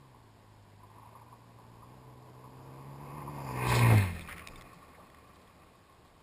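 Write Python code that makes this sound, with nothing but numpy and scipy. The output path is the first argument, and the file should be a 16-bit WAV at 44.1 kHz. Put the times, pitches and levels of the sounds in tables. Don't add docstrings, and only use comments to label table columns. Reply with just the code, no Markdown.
import sys
import numpy as np
from scipy import signal
from scipy.fft import rfft, irfft, next_fast_len
from scipy.io import wavfile

SR = 44100
rng = np.random.default_rng(int(sys.argv[2]) if len(sys.argv) > 2 else 0)


def master_out(mix):
    frames = np.transpose(np.atleast_2d(mix))
    ceiling = np.clip(frames, -1, 1)
    pcm = np.round(ceiling * 32767).astype(np.int16)
    wavfile.write(sys.argv[1], SR, pcm)


def natural_amplitude(level_db):
    exponent = np.asarray(level_db, float) / 20
    return 10 ** exponent


N = 274302
TIME_S = np.arange(N) / SR
BUMPER_S, PASS_S = 3.68, 4.05
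SPEED_M_S, CLEARANCE_M = 14, 0.6


def evened(x):
    return x / np.sqrt(np.mean(x ** 2) + 1e-20)


def curves(rows):
    s, *columns = np.transpose(rows)
    return [np.interp(TIME_S, s, column) for column in columns]


def colour(x, points):
    size = next_fast_len(N)
    f, db = np.transpose(points)
    hz = np.arange(size // 2 + 1) * SR / size
    gain = natural_amplitude(np.interp(np.log(hz + 1), np.log(f + 1), db, left=-90, right=-90))
    return evened(irfft(rfft(x, size) * gain, size)[:N])


def ring(x, hz, width):
    return signal.lfilter(*signal.iirpeak(hz, hz / width, SR), x)


def double_ring(x, hz, width):
    return ring(ring(x, hz, width), hz, width)


def cavity_edge(x):
    return signal.sosfilt(signal.ellip(5, 1, 30, 1215, fs=SR, output="sos"), x)


def wander(hz):
    return evened(signal.sosfilt(signal.butter(2, hz, fs=SR, output="sos"), rng.standard_normal(N)))


def grains(per_s, spread_db, lump_hz, lump_db, hiss):
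    size = natural_amplitude(spread_db * np.minimum(rng.exponential(1, N), 4)) * rng.choice([-1., 1.], N)
    cracks = evened(size * (rng.random(N) < per_s / SR))
    return (cracks + hiss * rng.standard_normal(N)) * natural_amplitude(lump_db * wander(lump_hz))


def passing(stretches):
    power, gone_m = 0, SPEED_M_S * (TIME_S - BUMPER_S)
    for from_m, to_m, db, coming_db, going_db in stretches:
        off_m = gone_m - np.clip(gone_m, from_m, max(to_m, from_m))
        doublings = np.log2(np.hypot(off_m / CLEARANCE_M, 1))
        fall_db = np.where(off_m < 0, coming_db, going_db) * doublings
        power = power + natural_amplitude(db - fall_db) ** 2
    return np.sqrt(power)


def behind(length_s, lead_s=0):
    return np.clip((TIME_S - PASS_S + lead_s) / length_s, 0, 1)


# t/s, firing rate f/Hz, firing tone level/dB, throttle level/dB
ENGINE_RUN = [(0.0, 139.1, -58.5, -3), (0.25, 109.2, -62, 0), (0.75, 100.4, -60.5, -1.5),
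              (1.3, 117.3, -59, -9), (1.8, 114.5, -57.5, 3), (1.95, 128.4, -57.5, 5.5),
              (2.3, 123.9, -56, 6), (3.18, 144.1, -47, 0), (3.37, 142.3, -44.5, -7),
              (3.53, 126.9, -42, 7.5), (3.77, 120.3, -27.5, -2), (3.9, 115.4, -22.5, -9),
              (3.97, 105.8, -21, -31), (4.1, 85.5, -38.5, -11), (4.25, 82.9, -53, -8), (4.42, 84, -63, -5),
              (4.52, 135, -59.5, -4), (4.78, 118, -65, -1)]
# multiple of half the firing rate, far level/dB, near level/dB under the exhaust
TONE_FAMILIES = [
    [(2, 0, 0)],
    [(3, 0, -3), (1, -1, -5)],
    [(4, 0, -2.5), (5, -3, -12), (8, -12, -14)],
    [(7, 0, 0), (6, -8, 0), (9, -8, -6)],
]
UNEVEN_DB, OCTAVE_DB, HOWL_DB = -13, -11.5, -16.5
UNEVEN_BY_THROTTLE, OCTAVE_BEHIND_DB, DRIFT_DB = 0.1, 8.5, 3
SHADOW_DB = 2
BAY_S, BAY_LENGTH_S, BAY_DB = 3.69, 0.034, 8
BOUNCE_S, BOUNCE_LENGTH_S, BOUNCE_HZ, BOUNCE_DEPTH = 3.17, 0.22, 6.7, 0.054


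def engine():
    hz, tone_db, throttle_db = curves(ENGINE_RUN)
    near = np.clip((tone_db + 42) / 12, 0, 1)
    gone = behind(0.065, lead_s=0.065)
    bay_db = BAY_DB * np.exp(-((TIME_S - BAY_S) / BAY_LENGTH_S) ** 2)
    uneven_db = UNEVEN_DB + UNEVEN_BY_THROTTLE * throttle_db + DRIFT_DB * wander(2.7) + bay_db
    families_db = [0, uneven_db, OCTAVE_DB + OCTAVE_BEHIND_DB * gone, HOWL_DB + throttle_db]
    since = TIME_S - BOUNCE_S
    bounce = BOUNCE_DEPTH * np.cos(2 * np.pi * BOUNCE_HZ * since) * np.exp(-(since / BOUNCE_LENGTH_S) ** 2)
    turns = np.cumsum(hz / 2 * (1 + bounce + 0.0037 * wander(19.4))) / SR
    out = np.zeros(N)
    for family_db, tones in zip(families_db, TONE_FAMILIES):
        for k, far_db, near_db in tones:
            flutter_db = (0.5 + 0.25 * k) * wander(12)
            place_db = (1 - near) * far_db + near * near_db - SHADOW_DB * gone * (k - 2)
            db = tone_db + family_db + place_db + flutter_db
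            out += natural_amplitude(db) * np.cos(2 * np.pi * k * turns - 0.23 * k)
    fade = np.clip((ENGINE_RUN[-1][0] - TIME_S) / 0.056, 0, 1)
    return np.sqrt(2) * out * fade


# t/s, level/dB
LOOSE_GRAVEL = [(0, 0.5), (.15, 3), (.42, -2.5), (.62, -0.5), (.76, -4.5), (.95, 6.5), (1.3, 4), (1.42, -1),
                (1.8, 1), (2.1, -2), (2.55, 0), (2.92, 1), (3.2, 2.5), (4.2, -2), (4.45, -1), (5.0, -1.5),
                (5.25, -1), (6.22, -3)]
LOOSE_ROAR, LOOSE_GRIT, LOOSE_FIZZ = 0.3, 1.34, 0.1


def looseness_db():
    return curves(LOOSE_GRAVEL)[0]


# f/Hz, level/dB per Hz
ROAR_TONE = [(45, -12), (70, 4.5), (200, 0.5), (600, -2), (900, -3.5), (1500, -16.5), (3000, -23),
             (6000, -33)]
# from m behind the bumper, to m, overhead level/dB,
# dB lost per doubled distance coming, the same going
ROAR_PLACES = [(1, 1.284, -36.5, 5.5, 11), (2.5, 4.4, -41.5, 15, 8), (3.5, 3.43, -31.5, 26, 27),
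               (0.5, 3.2, -47.5, 3.5, 3.1)]


def roar():
    shaking = colour(grains(900, 1.4, 11.0, 0.9, 2.65), ROAR_TONE)
    return shaking * passing(ROAR_PLACES) * natural_amplitude(LOOSE_ROAR * looseness_db() + 3)


# f/Hz, width f/Hz, level/dB truck ahead, level/dB truck behind
CRUNCH_RINGS = [(892, 143, 0, -31), (996, 161, 4.5, -21), (1080, 69, -1, -1), (1110, 146, -32, 7)]
# f/Hz, width f/Hz, level/dB truck ahead, level/dB truck behind
GRIT_RINGS = [(1310, 290, -5.5, 11), (1596, 130, 1.5, 1), (1840, 350, 3, 10), (2123, 110, 7.5, 11),
              (2450, 287, 4.5, 10)]
# f/Hz, level/dB per Hz
FIZZ_TONE = [(2600, -9), (3000, 5.5), (3700, 5), (4300, 6.5), (4700, -25.5), (5500, -2)]
# from m behind the bumper, to m, overhead level/dB,
# dB lost per doubled distance coming, the same going
CRUNCH_PLACES = [(0.4, 2.62, -34.5, 4.96, 11.4), (5, 4.9, -40.5, 40, 13), (4.9, 2.7, -52, 12, 2.49)]
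GRIT_PLACES = [(-0.3, 0.2, -39.5, 6.86, 20), (0.6, 4.66, -31.5, 15, 16), (5, 5.6, -42, 20, 5.95)]
FIZZ_PLACES = [(0.4, 1.45, -41, 15.3, 14), (1.2, 4.83, -48, 15, 12.5), (5.0, 6.4, -60.5, 5.3, 3.7)]
RUT_HZ, RUT_DB = 16, 1.2


def case_rings(x, rings):
    gone, out = behind(0.26), 0
    for hz, width, ahead_db, behind_db in rings:
        out = out + natural_amplitude(ahead_db + gone * (behind_db - ahead_db)) * double_ring(x, hz, width)
    return out


def tyres(coarse, fine):
    loose_db = looseness_db() + RUT_DB * wander(RUT_HZ)
    crunch = evened(cavity_edge(case_rings(coarse, CRUNCH_RINGS)))
    grit = evened(case_rings(fine + coarse, GRIT_RINGS))
    fizz = colour(fine, FIZZ_TONE)
    return (passing(CRUNCH_PLACES) * natural_amplitude(loose_db) * crunch
            + passing(GRIT_PLACES) * natural_amplitude(LOOSE_GRIT * loose_db) * grit
            + passing(FIZZ_PLACES) * natural_amplitude(LOOSE_FIZZ * loose_db) * fizz)


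# f/Hz, level/dB per Hz
FAN_TONE = [(4200, -22), (4650, -0.5), (5050, -2.5), (5500, -9), (6300, -19.5)]
# from m behind the bumper, to m, overhead level/dB,
# dB lost per doubled distance coming, the same going
FAN_PLACES = [(0.46, 1.0, -45.5, 21, 7.3), (-2.5, 1.0, -60.5, 4, 7.2)]


def fan(fine):
    return passing(FAN_PLACES) * colour(fine, FAN_TONE)


# from m behind the bumper, to m, overhead level/dB,
# dB lost per doubled distance coming, the same going
GUST_PLACES = [(1.2, 4.0, -63, 9.2, 4.9)]
# t/s, level/dB
SWIRLS = [
    (4.17, -54),
    (4.31, -55),
    (4.55, -52.5),
    (4.68, -66),
]
SWIRL_LENGTH_S = 0.042
BREEZE_DB, BREEZE_LUMP_DB = -76, 2.5


def air():
    buffet = colour(rng.standard_normal(N), [(12, -35), (24, 10), (35, 8.5), (52, -0.5), (80, -22)])
    push = natural_amplitude(BREEZE_DB + BREEZE_LUMP_DB * wander(5.6)) + passing(GUST_PLACES)
    for s, db in SWIRLS:
        push = push + natural_amplitude(db) * np.exp(-((TIME_S - s) / SWIRL_LENGTH_S) ** 2)
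    return push * buffet


# f/Hz, level/dB per Hz
HISS_TONE = [(12, -50), (20, -3), (104, 2.5), (445, -17), (764, -5.5), (839, -20), (1090, -20),
             (1510, -8.5), (2530, -14.0), (4890, -15.5), (5500, -19.5), (7150, -48), (12100, -120)]


def microphone_hiss():
    return natural_amplitude(-67) * colour(rng.standard_normal(N), HISS_TONE)


# t/s, peak level/dB, ring f/Hz
CLOD_KNOCKS = [(0.835, -41.5, 1011), (0.979, -39, 1045), (1.022, -37, 1000), (1.056, -40.5, 885),
               (1.153, -36, 1080), (1.214, -41, 1010), (1.25, -60, 970), (1.322, -39, 1010),
               (1.825, -39.5, 1068), (1.851, -65, 1040), (2.312, -62, 1010), (2.442, -37.5, 1047),
               (3.275, -27.5, 1004), (3.382, -28.5, 900), (3.93, -23.5, 724), (4.287, -33, 1290),
               (4.955, -54, 1150), (4.997, -41.5, 1145), (5.098, -59, 1100)]


def clods():
    out, t = np.zeros(N), np.arange(2000) / SR
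    rattle = rng.standard_normal((len(CLOD_KNOCKS), 2000))
    crumble = np.minimum(t / 0.00035, 1) * np.exp(-(t / 0.022) ** 2)
    for (s, db, hz), noise in zip(CLOD_KNOCKS, rattle):
        knock = cavity_edge(double_ring(noise * crumble, hz, 240))
        out[round((s - 0.004) * SR):][:2000] += natural_amplitude(db - 8.5) * knock / abs(knock).max()
    return out


# from m behind the bumper, to m, overhead level/dB,
# dB lost per doubled distance coming, the same going
THRUM_PLACES = [(5.2, 6, -45.5, 6, 5)]


def thrum():
    throb = colour(rng.standard_normal(N), [(70, 18), (110, -10), (180, 11.0), (260, -12.5), (340, -15)])
    return behind(0.12) * passing(THRUM_PLACES) * throb


# t/s, rms level/dB, centre f/Hz, width f/Hz, length s
SAND_SHOWERS = [(3.978, -37, 4200, 1000, 0.0066), (4.208, -54, 3500, 500, 0.023),
                (4.286, -45, 1810, 1390, 0.021), (4.308, -47, 1950, 900, 0.04),
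                (4.36, -53, 1940, 1480, 0.087), (4.506, -67, 5000, 603, 0.03),
                (4.574, -64, 4800, 900, 0.024), (4.728, -68, 4300, 2500, 0.035),
                (4.941, -60, 1940, 700, .03), (4.978, -58.5, 600, 500, 0.07),
                (5.273, -69, 4000, 3000, 0.022), (5.345, -67, 3600, 2500, 0.023),
                (5.412, -71, 4270, 2080, 0.021), (6.047, -69.5, 3230, 2400, 0.044)]


def showers():
    out, t = np.zeros(N), np.arange(3000) / SR
    patter = rng.standard_normal((len(SAND_SHOWERS), 3000)) ** 3
    for (s, db, hz, width, length), noise in zip(SAND_SHOWERS, patter):
        shape = np.minimum(t / 0.002, 1) * np.exp(-(t / length) ** 4)
        out[round(s * SR):][:3000] += natural_amplitude(db) * evened(double_ring(noise, hz, width)) * shape
    return out


# t/s, peak level/dB, ring f/Hz, upper ring relative level/dB, ring time s
PEBBLE_HITS = [(4.1938, -38.5, 2380, -11, 0.014), (4.2086, -40, 2450, -9, 0.014),
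               (4.2756, -42, 2420, -12, 0.015), (4.3125, -40, 1920, -15, 0.012),
               (4.3258, -39, 2375, -5.5, 0.0079), (4.367, -50, 2160, -19, 0.015),
               (4.3817, -39.5, 1997, -11, 0.0097), (4.3964, -41, 2140, -31.5, 0.012),
               (4.4729, -31.5, 2480, -5, 0.0065), (4.4849, -42.5, 2400, -8, 0.017),
               (4.558, -52.5, 2248, 1, 0.042), (4.611, -46, 2060, -3.5, 0.013),
               (4.621, -45, 1870, -6, 0.0076), (4.739, -59, 2420, -14, 0.014),
               (4.8144, -68, 2010, -8, 0.015), (5.101, -52.5, 1870, -7, 0.013),
               (5.1464, -51.5, 1930, -10, 0.016), (5.34, -69, 2440, -13, 0.017),
               (5.476, -60.5, 1830, 1, 0.013)]
UPPER_HZ, UPPER_SLOPE = 2160, 0.64


def pebbles():
    out, t = np.zeros(N), np.arange(900) / SR
    rattle = rng.standard_normal((len(PEBBLE_HITS), 900))
    for (s, db, hz, upper_db, ring_s), noise in zip(PEBBLE_HITS, rattle):
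        decay_db = -60 * t / ring_s
        tone = np.sin(2 * np.pi * hz * t) * natural_amplitude(decay_db)
        upper = np.sin(2 * np.pi * (UPPER_HZ + UPPER_SLOPE * hz) * t) * natural_amplitude(upper_db + decay_db)
        crack = np.sin(2 * np.pi * 5150 * t) + 0.72 * evened(ring(noise, 4400, 1187))
        crack = crack * natural_amplitude(upper_db - 5.5 - 60 * t / 0.011)
        out[round(s * SR):][:900] += natural_amplitude(db + 4.5) * (tone + upper + crack) * np.minimum(t / 0.00039, 1)
    return out


def scene():
    coarse = grains(600, 4.4, 43, 0.69, 0.97)
    fine = grains(1500, 2.5, 23, 0.85, 1.0)
    truck = engine() + roar() + fan(fine) + thrum()
    gravel = tyres(coarse, fine) + clods() + showers() + pebbles()
    return (truck + gravel + air() + microphone_hiss())[None]


def held_steps(x):
    edge = signal.firwin(61, 5650, window=("kaiser", 3), fs=SR)
    coarse = signal.upfirdn(edge, signal.resample_poly(x, 160, 147), down=4)[8:]
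    held = signal.resample_poly(np.repeat(coarse, 4), 147, 160)
    return np.pad(held, (0, N))[:N]


def thin_top(x, from_hz, top_hz, gate_db):
    hz, _, z = signal.stft(x, SR, nperseg=1024)
    keep = ((hz < from_hz)[:, None] | (abs(z) > natural_amplitude(gate_db))) & (hz < top_hz)[:, None]
    return signal.istft(z * keep, SR, nperseg=1024)[1][:N]


def roll_off(x):
    return signal.sosfilt(signal.butter(12, 16020, fs=SR, output="sos"), x)


def record(dry):
    held = held_steps(dry[0])
    mix = thin_top(held, from_hz=13400, top_hz=15330, gate_db=-103)
    return roll_off(mix[None])


dry = scene()
out = record(dry)
master_out(out)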